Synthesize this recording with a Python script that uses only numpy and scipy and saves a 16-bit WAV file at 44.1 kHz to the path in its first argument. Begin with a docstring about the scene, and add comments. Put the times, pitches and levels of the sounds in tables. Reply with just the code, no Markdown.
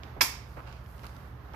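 """Two fencers spar in a dirt yard. A low distant hum and faint outdoor air are there throughout.
First the gear ticks and a shoe lands. At 0.2 s one blade cracks against the other's guard in a quick
run of five contacts; a padded glove thumps, the steel rings briefly, and fence, wall and trees echo.
From about 0.5 s on, shoes thud and scuff on the grit, pebbles snap and the gear ticks again."""
import sys
import numpy as np
from scipy import signal
from scipy.fft import rfft, irfft, next_fast_len
from scipy.io import wavfile
from scipy.ndimage import map_coordinates

SR = 44100
rng = np.random.default_rng(int(sys.argv[2]) if len(sys.argv) > 2 else 0)


def master(y):
    """Save y as 16-bit WAV."""
    cut = np.clip(np.atleast_2d(y).T, -1, 1)
    pcm = np.round(cut * 32767)  # scale
    wavfile.write(sys.argv[1], SR, pcm.astype(np.int16))


N = 68355
TOP_HZ = 14750  # where the treble ends
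SNAP_RISE_S = 0.00058  # how fast ticks, pebbles and cracks swell


def amp(db):
    """Turn decibels into a number to multiply by."""
    return 10 ** (np.asarray(db) / 20)

def unit(x):
    """Scale x to an average strength (rms) of 1."""
    return x / np.sqrt(np.mean(x ** 2) + 1e-20)

def along(points, hz):
    """Read between the rows of a table of pitches and values."""
    pitches, values = np.transpose(points)
    return np.interp(np.log(hz + 1), np.log(pitches + 1), values)

def since(start):
    """Seconds since the start, zero before it."""
    return np.maximum(np.arange(N) / SR - start, 0)

def struck(start, rise, fade):
    """The loudness of a hit: it swells, and dies by 60 dB in `fade` seconds."""
    age = since(start)
    return (1 - np.exp(-age / rise)) * amp(-60 * age / fade)

def wobble(rate):
    """A smooth curve through `rate` random values a second."""
    return map_coordinates(rng.standard_normal(256), [since(0) * rate], mode="mirror")

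def filtered(x, response):
    """Turn each pitch in x up or down by response(hz)."""
    size = next_fast_len(N + SR // 2)
    hz = np.fft.rfftfreq(size, 1 / SR)
    return irfft(rfft(x, size) * response(hz), size)[..., :N]

def panned(x, pan):
    """Move each pitch to the left (plus dB) or right (minus dB)."""
    return filtered(x, lambda hz: amp(np.outer([.5, -.5], along(pan, hz))))

def coloured(x, tone, alike, tilt_db=0):
    """Shape two signals into stereo. Likeness 1 is the same in both ears; plus tilt is brighter."""
    def response(hz):
        octaves = np.log2(np.clip(hz, SR / 100, TOP_HZ))
        gain = amp(along(tone, hz) + tilt_db * octaves) * (hz < TOP_HZ)
        width = np.arccos(np.clip(along(alike, hz), -1, 1)) / 2
        return gain * [np.cos(width), np.sin(width)]
    mid, side = filtered(x, response)
    return unit(np.array([mid + side, mid - side]))

def noise(tone, alike, tilt_db=0):
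    """Stereo noise of strength 1 with this tone."""
    return coloured(rng.standard_normal((2, N)), tone, alike, tilt_db)

def echoed(x, pattern):
    """Give x a stereo pattern of echoes."""
    return signal.fftconvolve(x, unit(pattern) / np.sqrt(N), axes=1)[:, :N]


# The hum's notes, and the tone of rumble and air. Each row: pitch in Hz, level in dB.
HUM_NOTES = [(58.5, -52), (72, -50), (120, -58)]
RUMBLE_TONE = [(20, -22), (35, -25.5), (48, 5), (60, 2), (74, -8.5), (86, -1.5), (104, -1), (122, 3),
               (150, -6.5), (220, -16), (500, -59.5)]
AIR_TONE = [(30, -20), (100, 13), (250, 3), (550, -0.5), (1100, 1), (1600, -3.5), (2400, -15),
            (4000, -22.5), (6000, -26), (9000, -40), (13000, -22), (15000, -28)]
# How loud the air is. Each row: time in seconds, level in dB.
AIR_LEVEL = [(0, -50), (.15, -49.5), (.47, -51), (.8, -51), (1.2, -50.5), (1.33, -53), (1.55, -48.5)]
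# How alike soft sounds are in the two ears. Each row: pitch in Hz, likeness from 0 to 1.
SOFT_ALIKE = [(60, 1), (130, 0.98), (300, 0.85), (700, 0.41), (1500, 0.083), (4000, 0.12), (14000, .1)]
# Where the background sits. Each row: pitch in Hz, left minus right in dB.
AIR_PAN = [(60, -3), (200, -3.3), (700, -6), (1300, -4.5), (2400, -11.5), (4400, -12.5), (8000, 3.5),
           (14000, 1.5)]
def outdoors():
    """A wavering far hum and rumble lie under soft air."""
    time = since(0)
    hum = sum(amp(db) * np.sqrt(2) * np.sin(2 * np.pi * hz * time + 0.78 * wobble(5.27))
              for hz, db in HUM_NOTES)
    air_db = np.interp(time, *np.transpose(AIR_LEVEL)) + 0.96 * wobble(12.3)
    air = amp(air_db) * noise(AIR_TONE, SOFT_ALIKE)
    rumble = amp(-51) * noise(RUMBLE_TONE, SOFT_ALIKE)
    return panned(hum + rumble + air, AIR_PAN)

# How long the echo lasts. Each row: pitch in Hz, seconds to fade by 60 dB.
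YARD_FADE = [(200, 0.35), (1200, 0.46), (2500, 0.55), (5000, .44), (9000, 0.33), (14000, 0.29)]
# The echo's tone. Each row: pitch in Hz, level in dB.
YARD_TONE = [(200, -4), (1000, -3.5), (2400, -5), (5200, 0.5), (9000, 5.5), (14000, 2)]
def yard_echo(x):
    """Sound scatters from fence, wall and trees; the highest treble dies first."""
    hz, time, spectrum = signal.stft(rng.standard_normal((2, N)), SR, nperseg=256)
    level_db = -60 * time / along(YARD_FADE, hz)[:, None] + along(YARD_TONE, hz)[:, None]
    tail = signal.istft(spectrum * amp(level_db), SR, nperseg=256)[1][:, :N]
    build_up = 1 - np.exp(-since(0) / 0.016)
    return echoed(x, tail * build_up)

# Ticks of the gear. Each row: start in seconds, level in dB, tilt in dB per octave.
TICKS = [(.0334, -35, -1.2), (.0415, -49, 1.5), (.7265, -42, 0), (.861, -50, -2), (1.5355, -45, -1)]
# Their tone. Each row: pitch in Hz, level in dB.
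TICK_TONE = [(400, -31), (1800, -1.5), (3000, 12), (4200, -3.5), (5100, 7), (8500, -15.5), (14000, -21)]
# How alike sharp sounds are in the two ears. Each row: pitch in Hz, likeness from 0 to 1.
SHARP_ALIKE = [(200, 1), (640, 0.56), (1400, 0.12), (3100, 0.36), (7000, 0.065)]
def gear_ticks():
    """The fencers' gear gives tiny, bright ticks."""
    return sum(amp(db) * struck(start, SNAP_RISE_S, fade=.011) * noise(TICK_TONE, SHARP_ALIKE, tilt)
               for start, db, tilt in TICKS)

# Pebble snaps. Each row: start in seconds, level in dB, tilt in dB per octave.
PEBBLES = [(.9805, -48, 0.5), (.994, -44, -1.5), (1.0335, -42, -1), (1.0437, -40, 2), (1.0545, -45, 3.5),
           (1.0664, -35.5, 2.8), (1.0698, -41, 0), (1.093, -43, -3.5), (1.1657, -42, 1.5)]
# The tone of grit. Each row: pitch in Hz, level in dB.
GRIT_TONE = [(300, -53), (1300, 6.5), (1950, -2.5), (2650, 2), (3500, -4), (4600, 1), (6300, -6.5),
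             (9000, -14), (13000, -10.5), (15000, -22)]
def pebbles():
    """Pebbles snap under a sole."""
    return sum(amp(db) * struck(start, SNAP_RISE_S, fade=.007) * noise(GRIT_TONE, SHARP_ALIKE, tilt)
               for start, db, tilt in PEBBLES)

# Slides. Each row: middle in seconds, half length in seconds, level in dB, tilt in dB per octave.
SCUFFS = [(0.062, 0.015, -58, -8.5), (0.532, 0.065, -67.5, 6.5), (0.597, 0.0087, -44.5, -16),
          (0.68, 0.011, -56, -3.5), (0.722, 0.055, -59, -2.5), (0.927, 0.074, -67.5, 11.5),
          (1.052, 0.056, -65, 4), (1.189, 0.1, -72, 8.5)]
def scuff(middle, half_length, db, tilt, grains_per_s=2500):
    """A sole slides on grit and dry leaves, dragging a swell of tiny grains."""
    grains = (rng.random((2, N)) < grains_per_s / SR) * rng.standard_normal((2, N))
    grains *= amp(rng.standard_normal((2, N)))  # about 1 dB more unevenness
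    swell = np.exp(-.5 * ((since(0) - middle) / half_length) ** 2)
    return amp(db) * swell * coloured(grains, GRIT_TONE, SOFT_ALIKE, tilt)

# Steps. Each row: start in seconds, level in dB, rise and fade in seconds, tilt in dB per octave.
STEPS = [(0.1631, -42.5, 0.0008, 0.23, -4.5), (0.567, -37.5, 0.0045, 0.13, -1.1),
         (0.667, -39, 0.015, 0.15, -2), (1.033, -38.5, 0.0065, 0.12, 2.5), (1.535, -33, 0.015, 0.12, 2)]
# The tone of a sole. Each row: pitch in Hz, level in dB.
SOLE_TONE = [(80, 6.5), (250, -3), (550, 3.5), (1200, 2.5), (2200, -11), (4000, -28), (9000, -38),
             (14000, -34.5)]
def footfalls():
    """Shoes land on the dirt with dull thuds."""
    return sum(amp(db) * struck(start, rise, fade) * noise(SOLE_TONE, SOFT_ALIKE, tilt)
               for start, db, rise, fade, tilt in STEPS)

# Where the footwork sits. Each row: pitch in Hz, left minus right in dB.
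FOOT_PAN = [(100, 6), (700, -8), (1290, -0.5), (2380, -18), (4400, -8), (8120, 2.5), (14000, 6)]
def footwork():
    """The fencers move about, and the yard answers."""
    feet = footfalls() + gear_ticks() + pebbles() + sum(scuff(*row) for row in SCUFFS)
    return panned(feet + amp(-7) * yard_echo(feet), FOOT_PAN)

# Where the blow and its echoes sit. Each row: pitch in Hz, left minus right in dB.
BLOW_PAN = [(100, -4), (700, -5.5), (1290, 0), (2380, -14.5), (4400, -9.5), (8120, 6.5), (14000, 5.5)]
ECHO_PAN = [(100, -11.5), (700, -6), (1290, -9.5), (2380, -9), (4400, -5), (8120, -3.5), (14000, 4.5)]
def in_yard(direct, to_echo):
    """The direct sound is on the right, its top treble on the left; near and far echoes follow."""
    near_pattern = noise(YARD_TONE, alike=[(100, 0.0059)]) * struck(0, rise=0.0014, fade=0.19)
    echoes = amp(-1.5) * echoed(to_echo, near_pattern) + amp(-5.5) * yard_echo(to_echo)
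    return panned(direct, BLOW_PAN) + panned(echoes, ECHO_PAN)

# The glove's tone. Each row: pitch in Hz, level in dB.
GLOVE_TONE = [(60, -30), (150, 3), (250, 11.5), (400, 18.5), (700, -34), (2000, -46.5)]
def glove_thump(hit):
    """The padded glove takes the blow just after the hit."""
    return amp(-24) * struck(hit + 0.0062, rise=0.0013, fade=0.044) * noise(GLOVE_TONE, SHARP_ALIKE)

# Notes of the gripped blades, then of the steel's faint free ring. Each row: pitch in Hz, level in dB.
BLADE_NOTES = [(1000, -30), (1147, -27), (1344, -23.5), (1642, -27), (1836, -27), (2120, -28), (2283, -28),
               (2493, -28), (3241, -26), (3325, -27), (4172, -29), (4635, -26), (4705, -29), (5040, -19),
               (5480, -28), (5895, -30), (7504, -32), (12974, -28), (13065, -28), (13668, -29),
               (14045, -27), (14508, -32)]
AFTER_NOTES = [(1645, -49), (1911, -52), (2414, -55), (3182, -52), (4600, -50), (4690, -48), (4716, -50),
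               (5303, -44), (5345, -45), (5488, -47), (5512, -44), (5622, -48), (5860, -51), (7569, -55),
               (8753, -59)]
def steel_ring(notes, start, fade):
    """Struck steel sounds many notes at once; close ones pulse against each other."""
    # Each wave starts at a random point in the left ear, and a little off that in the right.
    shifts = rng.uniform(-np.pi, np.pi, (len(notes), 2, 1)) * [[1], [.4]]
    waves = sum(amp(db) * np.sin(2 * np.pi * hz * since(start) + phase)
                for (hz, db), phase in zip(notes, np.cumsum(shifts, axis=1)))
    return struck(start, rise=.002, fade=fade) * waves

# The crack's tone. Each row: pitch in Hz, level in dB.
CRACK_TONE = [(150, -34), (600, -19), (1000, 1), (1500, -10), (2300, -0.5), (2950, -6.5), (3300, -4.5),
              (4100, -7), (5100, -2), (6900, -8), (9200, -17.5), (13500, -5), (15000, -15.5)]
def blade_crack(start, db, tilt):
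    """Steel meets steel in one short crack, with its own echoes."""
    crack = amp(db) * struck(start, SNAP_RISE_S, fade=0.017) * noise(CRACK_TONE, SHARP_ALIKE, tilt)
    return in_yard(crack, crack)

# A graze, two hard hits and a rattle. Each row: start in seconds, level in dB, tilt in dB per octave.
CONTACTS = [(0.208, -16.5, -5), (0.211, -11.5, -0.5), (0.2165, -13.5, -0.5), (0.2182, -19, -4.5),
            (0.2303, -24, -2)]
def blow():
    """A run of cracks; the hardest rings the blades, thumps the glove and leaves the steel singing."""
    hardest_s = max(CONTACTS, key=lambda row: row[1])[0]
    blades = steel_ring(BLADE_NOTES, hardest_s, fade=.065)
    singing = steel_ring(AFTER_NOTES, hardest_s, fade=.45)
    thump = glove_thump(hardest_s)
    cracks = sum(blade_crack(*row) for row in CONTACTS)
    return cracks + in_yard(thump + blades + singing, to_echo=thump + amp(-13) * blades)

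def scene():
    """The blow, the footwork and the background together."""
    return blow() + footwork() + outdoors()

def record(dry):
    """Cut away the very highest treble."""
    return filtered(dry, lambda hz: 1 / np.sqrt(1 + (hz / TOP_HZ) ** 160))


dry = scene()
out = record(dry)
master(out)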